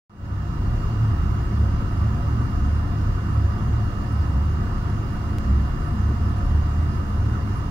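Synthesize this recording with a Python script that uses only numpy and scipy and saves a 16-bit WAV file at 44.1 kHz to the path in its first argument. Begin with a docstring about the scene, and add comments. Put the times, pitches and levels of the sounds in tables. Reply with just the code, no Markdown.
"""A low, throbbing boom and a broad rush of air fade in: a heat-pump clothes dryer in a small room.
The drum's boom swells at each drop of the laundry and is made of two low tones of wandering pitch.
The rush of air is shaped noise, some of it ringing in cabinet, ducts and room; a thin whistle is narrow noise.
The compressor hums and whines in tones on multiples of its shaft speed, and one dry tick is a sudden step.
A phone with two microphones hears it all."""
import sys
import numpy as np
from scipy import signal
from scipy.fft import rfft, irfft, next_fast_len
from scipy.io import wavfile
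from scipy.ndimage import uniform_filter1d, map_coordinates

SR = 44100
rng = np.random.default_rng(int(sys.argv[2]) if len(sys.argv) > 2 else 0)


def put_to_file(sound):
    """Save the sound as 16-bit audio at rate SR, in the file named by the first command-line argument."""
    columns = np.atleast_2d(sound).T  # one column per channel
    safe = np.clip(columns, -1, 1)
    whole_steps = np.round(safe * 32767)
    wavfile.write(sys.argv[1], SR, whole_steps.astype(np.int16))


N = 339570

# The stronger tones of the compressor's whine. Each row: multiple of the shaft speed, middle level in dB,
# left-right difference in dB, lead of the left side in turns.
WHINE_TONES = [(58, -63.5, -12.4, -0.38), (59, -55.9, -12.4, 0.45), (60, -76.0, 10.0, 0.09),
               (61, -76.5, -3.1, -0.3), (65, -75.9, -8.3, 0.26), (67, -77.5, -7.7, 0.18),
               (82, -77.9, 8.5, -0.12), (86, -81.1, 3.7, 0.35), (89, -79.9, -4.4, 0.27),
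               (94, -78.4, 15.0, 0.42), (95, -78.7, 2.9, 0.29), (96, -78.9, 0.1, 0.45),
               (98, -73.3, -2.9, 0.27), (99, -73.4, -1.8, 0.42), (100, -80.7, -5.0, 0.44),
               (102, -74.1, -11.3, 0.21), (103, -74.0, 6.9, -0.12), (106, -79.7, -6.6, -0.41),
               (107, -79.0, 5.1, -0.07), (108, -78.1, 5.7, 0.21), (109, -80.7, 15.0, -0.21),
               (138, -81.3, 2.7, 0.38), (325, -84.8, -1.1, -0.05), (326, -86.6, 6.8, 0.42)]


def amp(db):
    """Turn decibels into gain."""
    return 10 ** (np.asarray(db) / 20)


def unit(x):
    """Scale x to an rms (average strength) of 1."""
    return x / np.sqrt(np.mean(x ** 2) + 1e-20)


def along(points, hz):
    """Read a curve of (Hz, value) points, joined by straight lines on a logarithmic frequency axis."""
    point_hz, values = np.transpose(points)
    return np.interp(np.log(hz + 1), np.log(point_hz + 1), values)


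def curves(rows):
    """Draw one curve over time, sample by sample, for each column after the seconds."""
    seconds, *columns = np.transpose(rows)
    now = np.arange(N) / SR
    return [np.interp(now, seconds, column) for column in columns]


def wobble(rate):
    """Draw a smooth random curve through the given number of random points a second."""
    points = rng.standard_normal(int(N * rate / SR) + 4)
    return map_coordinates(points, [np.arange(N) * rate / SR])


def filtered(x, response):
    """Multiply the spectrum of x by a response that depends on frequency."""
    size = next_fast_len(N + 8192)
    spectrum = rfft(x, size) * response(np.fft.rfftfreq(size, 1 / SR))
    return irfft(spectrum, size)[..., :N]


def sides(pan_db):
    """Give the gains of left and right for a level difference; above 0 dB the left is louder."""
    return amp(np.array([pan_db / 2, -pan_db / 2]))


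def pair(alike):
    """Give the rows that mix two unrelated noises into a left and right of a given likeness."""
    angle = np.arccos(np.clip(alike, -1, 1)) / 2
    return np.array([[np.cos(angle), np.sin(angle)], [np.cos(angle), -np.sin(angle)]])


def wavering(hz, waver_hz, rate):
    """Make a tone of rms 1 whose pitch wanders at random."""
    turns = np.cumsum(hz + waver_hz * wobble(rate)) / SR
    return np.sqrt(2) * np.sin(2 * np.pi * (turns + rng.random()))


def whistle():
    """A thin whistle of air is a narrow band of noise that grows and flutters, louder on the left."""
    # Each row: time in seconds, level in dB before the flutter and the left-right difference.
    whistle_growth = [(0, -84), (2, -78), (6.5, -74), (7.7, -72)]
    centre_hz, width_hz = 10110, 130
    band = lambda hz: 1 / (1 + (2 * (hz - centre_hz) / width_hz) ** 2)
    noise = unit(filtered(pair(.4) @ rng.standard_normal((2, N)), band))
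    level = amp(curves(whistle_growth)[0] + 3 * wobble(14))
    return noise * sides(6)[:, None] * level


def airflow():
    """Turbulent air is a broad rush, plus noise ringing in each resonance, in patches of random strength."""
    # The color of the broad rush. Each row: frequency in Hz, relative level in dB per Hz.
    rush_color = [(10, -29), (40, -2.5), (90, 0), (200, -13), (420, -22), (800, -31), (1500, -31),
                  (2300, -40), (3400, -43.5), (5000, -44), (7000, -51), (9000, -56), (13000, -59.5),
                  (16000, -58)]
    # Likeness of the rush on both sides. Each row: frequency in Hz, likeness from 0 to 1.
    rush_likeness = [(60, 1), (330, 0.96), (600, 0.27), (1000, 0.97), (1600, 0.064), (15000, 0.038)]
    # Balance of the rush. Each row: frequency in Hz, left-right difference in dB.
    rush_balance = [(60, 0.5), (130, 5.5), (290, -4), (640, -3), (1410, -10.5), (3100, -0.5), (6820, -0.5),
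                    (15000, 2)]
    # Resonances of cabinet, ducts and room. Each row: center in Hz, width in Hz, level in dB before balance,
    # ripple and patches, left-right difference in dB, likeness from 0 to 1, lead of the left side in turns.
    ringing_modes = [(19, 20, -41.5, -4, 1, 0.056), (35.9, 5, -33, 2, 1, -0.031),
                     (127.2, 7.6, -42, 1, .95, 0), (174.5, 8.5, -47.5, -2, 0.8, -0.05),
                     (203.1, 24.8, -37, -1, 0.95, -0.03), (238.3, 20.4, -43.5, 0, 1, 0),
                     (283.3, 38, -43, -0.5, 1, -0.03), (340.8, 15.3, -49, -1, 1, -0.035),
                     (374, 49, -54, -4, 0.9, -0.09), (563, 9, -56, -2.5, 0.9, -0.1),
                     (630, 73, -55.5, 1.5, 0.99, 0.48), (686, 24, -58.5, -6, .8, 0.13),
                     (707.6, 55, -51, 7.5, 0.94, -0.14), (822, 94, -56.5, 6, 0.7, -0.13),
                     (944, 73, -52, 5.5, 0.85, -0.15), (1052, 173, -51, -7.5, 0.86, -0.014),
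                     (1168, 50, -52.5, -13, 0.94, -0.25), (1213, 100, -47.5, -7.5, 0.74, -0.34),
                     (1276, 38, -48.5, -8, 0.99, 0.46), (1319.8, 38, -50, -12.5, 0.98, 0.34),
                     (1374, 60, -54.5, -0.5, 0.8, -0.48), (1462, 16, -59, -1, .95, -0.12),
                     (1493, 59, -57.5, -2, 0.9, -0.037), (1600, 110, -59.5, 1, 0.9, 0.36),
                     (1753, 100, -57.5, -13, 0.54, 0.34), (1917, 170, -61.5, -8.5, 0.96, 0.027),
                     (2140, 160, -63, 1.5, .95, 0.27), (4980, 600, -69, 3, 0.1, 0.06),
                     (6520, 1100, -67.5, 8, 0.3, 0.39), (11770, 250, -83, 13, .3, 0),
                     (15500, 250, -73, 1, .3, -.2)]
    rush_db, left_delay_s = -28.5, .00008

    size = next_fast_len(N)
    hz = np.fft.rfftfreq(size, 1 / SR)

    def noise(shape):
        """Two unrelated random spectra of the given shape and equal overall strength."""
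        random_bins = rng.standard_normal((2, len(hz), 2)) @ [1, 1j]
        return shape / np.linalg.norm(shape) * random_bins

    rush = (pair(along(rush_likeness, hz)) * noise(amp(along(rush_color, hz)))).sum(axis=1)
    total = amp(rush_db) * sides(along(rush_balance, hz)) * rush
    total[0] *= np.exp(-2j * np.pi * hz * left_delay_s)

    for centre_hz, width_hz, db, pan_db, alike, lead in ringing_modes:
        peak = 1 / (1 + (2 * (hz - centre_hz) / width_hz) ** 2)
        placing = sides(pan_db) * [np.exp(2j * np.pi * lead), 1]
        total += amp(db) * placing[:, None] * (pair(alike) @ noise(peak))

    # reflections in the room leave a fine, fixed ripple of peaks and dips at each microphone
    ripple = [np.interp(hz, 18 * np.arange(1300), rng.standard_normal(1300)) for side in total]
    ripple_db = along([(300, 0.085), (600, .8), (1600, .8), (2200, 1.6), (9000, 0.88)], hz)
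    total *= amp(ripple_db * ripple)
    steady_air = irfft(total, size)[:, :N] * size / 2

    # strengthen and weaken small patches of time and frequency, the same on both sides
    frames = signal.stft(steady_air, nperseg=1024)[2]
    patches = rng.standard_normal(frames.shape[1:])
    patches = uniform_filter1d(uniform_filter1d(patches, 8, 0), 5, 1)
    depth_db = along([(300, 0.93), (2500, 1.1), (9000, 2.06)], np.fft.rfftfreq(1024, 1 / SR))[:, None]
    return signal.istft(frames * amp(depth_db * unit(patches)), nperseg=1024)[1][:, :N]


def tick():
    """One dry tick: the waveform climbs a little, drops at once and creeps back."""
    # Time in seconds, size of the step in dB before balance, left-right difference in dB.
    tick_settings = (5.385, -19.8, 2)
    at_s, step_db, pan_db = tick_settings
    since = np.arange(N) / SR - at_s
    step = -amp(step_db) / 2 * np.sign(since) * np.exp(-np.abs(since) / .002)  # creeps back over about 2 ms
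    return step * sides(pan_db)[:, None]


def valves(turns):
    """The valves snap once a turn, the same each time, which adds faint tones on multiples of the shaft."""
    # Each row: multiple of the shaft speed, middle level in dB of each faint tone.
    faint_levels = [(50, -100), (54, -86), (62, -84), (110, -84), (150, -94), (330, -99.5), (340, -120)]
    order = np.arange(1025)
    faint = ~np.isin(order, np.transpose(WHINE_TONES)[0])  # the strong tones sound on their own
    # partly shared random phases scatter the snap and make the sides a little different
    scatter = 0.22 * rng.standard_normal(1025) + 0.26 * rng.standard_normal((2, 1025))
    level = amp(along(faint_levels, order) + 1.6 * rng.standard_normal((2, 1025)))
    snap = irfft(level * np.exp(2j * np.pi * scatter) * faint) * 1024 * np.sqrt(2)
    turn_points = np.arange(2048) / 2048
    return np.array([np.interp(turns % 1, turn_points, side, period=1) for side in snap])


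def compressor():
    """Whining tones follow the turning shaft and flutter, each with its own place, beside low motor hums."""
    # Speed of the shaft before its slight wander. Each row: time in seconds, turns a second.
    shaft_speed = [(0, 47.825), (7.7, 47.79)]
    # Low tones of the motors. Each row: middle pitch in Hz, middle level in dB.
    motor_hums = [(47.4, -38.5), (148, -37.5)]
    turns = np.cumsum(curves(shaft_speed)[0] + .004 * wobble(2)) / SR
    total = valves(turns)
    for order, db, pan_db, lead in WHINE_TONES:
        phase = 2 * np.pi * (order * turns + rng.random() + np.array([[lead], [0]]))
        level = amp(db + .8 * wobble(4))
        total += level * unit(sides(pan_db))[:, None] * np.sqrt(2) * np.sin(phase)
    for hz, db in motor_hums:
        total += amp(db + 2.3 * wobble(3)) * wavering(hz, waver_hz=0.41, rate=2.5)
    return total


def booms():
    """The drum's two strongest low resonances hum on and swell at each drop; both sides get the same wave."""
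    # Wet laundry drops off the drum's lifters about three times a second. Each row: time in seconds,
    # lower boom in dB, upper boom in dB (both before flutter and balance), lower middle pitch in Hz,
    # upper middle pitch in Hz.
    laundry_drops = [(0.362, -26, -26, 67.95, 101.5), (0.7, -24.5, -25, 70.6, 106.4),
                     (1.05, -42, -21, 76.4, 100.7), (1.292, -20.5, -24, 71.4, 105.3),
                     (1.66, -24.5, -23, 72.8, 100.6), (2.042, -23.5, -22, 72.93, 105.6),
                     (2.36, -25, -23.5, 71.65, 109.5), (2.709, -20, -27, 73.3, 102.4),
                     (3.08, -25.5, -25, 72.7, 102.1), (3.4, -22.5, -20.5, 73.4, 104.3),
                     (3.75, -23, -22.5, 73.3, 106.1), (4.17, -26, -24.5, 72.74, 98.8),
                     (4.38, -23, -29, 72.6, 102.5), (4.57, -22.5, -33, 71.74, 101.5),
                     (4.99, -27, -31, 73.5, 101.5), (5.35, -28, -27, 73.92, 105.5),
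                     (5.57, -20, -31, 70.65, 106.1), (6.06, -26, -25.5, 71.6, 99.47),
                     (6.32, -20, -27, 72.4, 100.6), (6.59, -22.5, -29, 72, 102.6),
                     (6.83, -17, -30, 72.9, 104.9), (7.24, -26, -25.5, 76.4, 100.6),
                     (7.53, -38, -30, 72.4, 103.5)]
    # Lower and upper boom between the drops, in dB before flutter and balance.
    steady_levels = (-33, -32.5)
    # Three short swells of tone of wavering pitch, two faint and brief, one longer and lower.
    # Each row: time in seconds, middle pitch in Hz, level in dB before balance, half width in seconds.
    swell_rows = [(2.212, 691, -43, 0.021), (2.24, 565, -44, 0.027), (5.5, 202.2, -31, 0.12)]
    rise_s, fall_s = 0.092, 0.082  # half widths of the bell of power at each drop

    drop_s, lower_db, upper_db, lower_pitch, upper_pitch = np.transpose(laundry_drops)
    coarse_s = np.arange(0, N, 64) / SR  # the slow swell needs only every 64th sample
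    since = coarse_s - drop_s[:, None]
    bell = np.exp(-(since / np.where(since < 0, rise_s, fall_s)) ** 2)
    power = amp(steady_levels)[:, None] ** 2 + amp([lower_db, upper_db]) ** 2 @ bell

    now = np.arange(N) / SR
    lower_level, upper_level = (np.interp(now, coarse_s, np.sqrt(p)) for p in power)
    lower_hz = np.interp(now, drop_s, lower_pitch)
    upper_hz = np.interp(now, drop_s, upper_pitch)
    lower = lower_level * amp(2.2 * wobble(11)) * wavering(lower_hz, waver_hz=3, rate=14)
    upper = upper_level * amp(1.8 * wobble(30)) * wavering(upper_hz, waver_hz=7.52, rate=30)

    total = lower + upper
    for at_s, hz, db, half_s in swell_rows:
        swell_bell = np.exp(-((now - at_s) / half_s) ** 2)
        total += amp(db) * swell_bell * wavering(hz, waver_hz=4.05, rate=12)
    return total * sides(-1.13)[:, None]


def scene():
    """Add up all sources at the two microphones."""
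    return whistle() + airflow() + tick() + compressor() + booms()


def record(dry):
    """The phone opens from silence and fades in, the bass a little late, with nothing above a top limit."""
    # Each row: time in seconds, gain in dB above the bass, gain in dB of the bass.
    # The first time is also when the sound opens.
    fade_gains = [(.0955, -20, -31), (.17, -14, -17), (.25, -7.5, -8), (.4, -3.5, -3.5), (.6, -1.5, -1.5),
                  (.8, 0, 0)]
    bass_hz, top_hz = 300, 15770
    opened = np.arange(N) / SR >= fade_gains[0][0]
    gain, bass_gain = amp(curves(fade_gains))
    bass = filtered(dry, lambda hz: 1 / (1 + (hz / bass_hz) ** 4))
    faded = ((dry - bass) * gain + bass * bass_gain) * opened
    # a mirrored tail keeps the filter from hearing a sudden end
    with_tail = np.hstack([faded, faded[:, :-4096:-1]])
    return filtered(with_tail, lambda hz: hz < top_hz)


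dry = scene()
out = record(dry)
put_to_file(out)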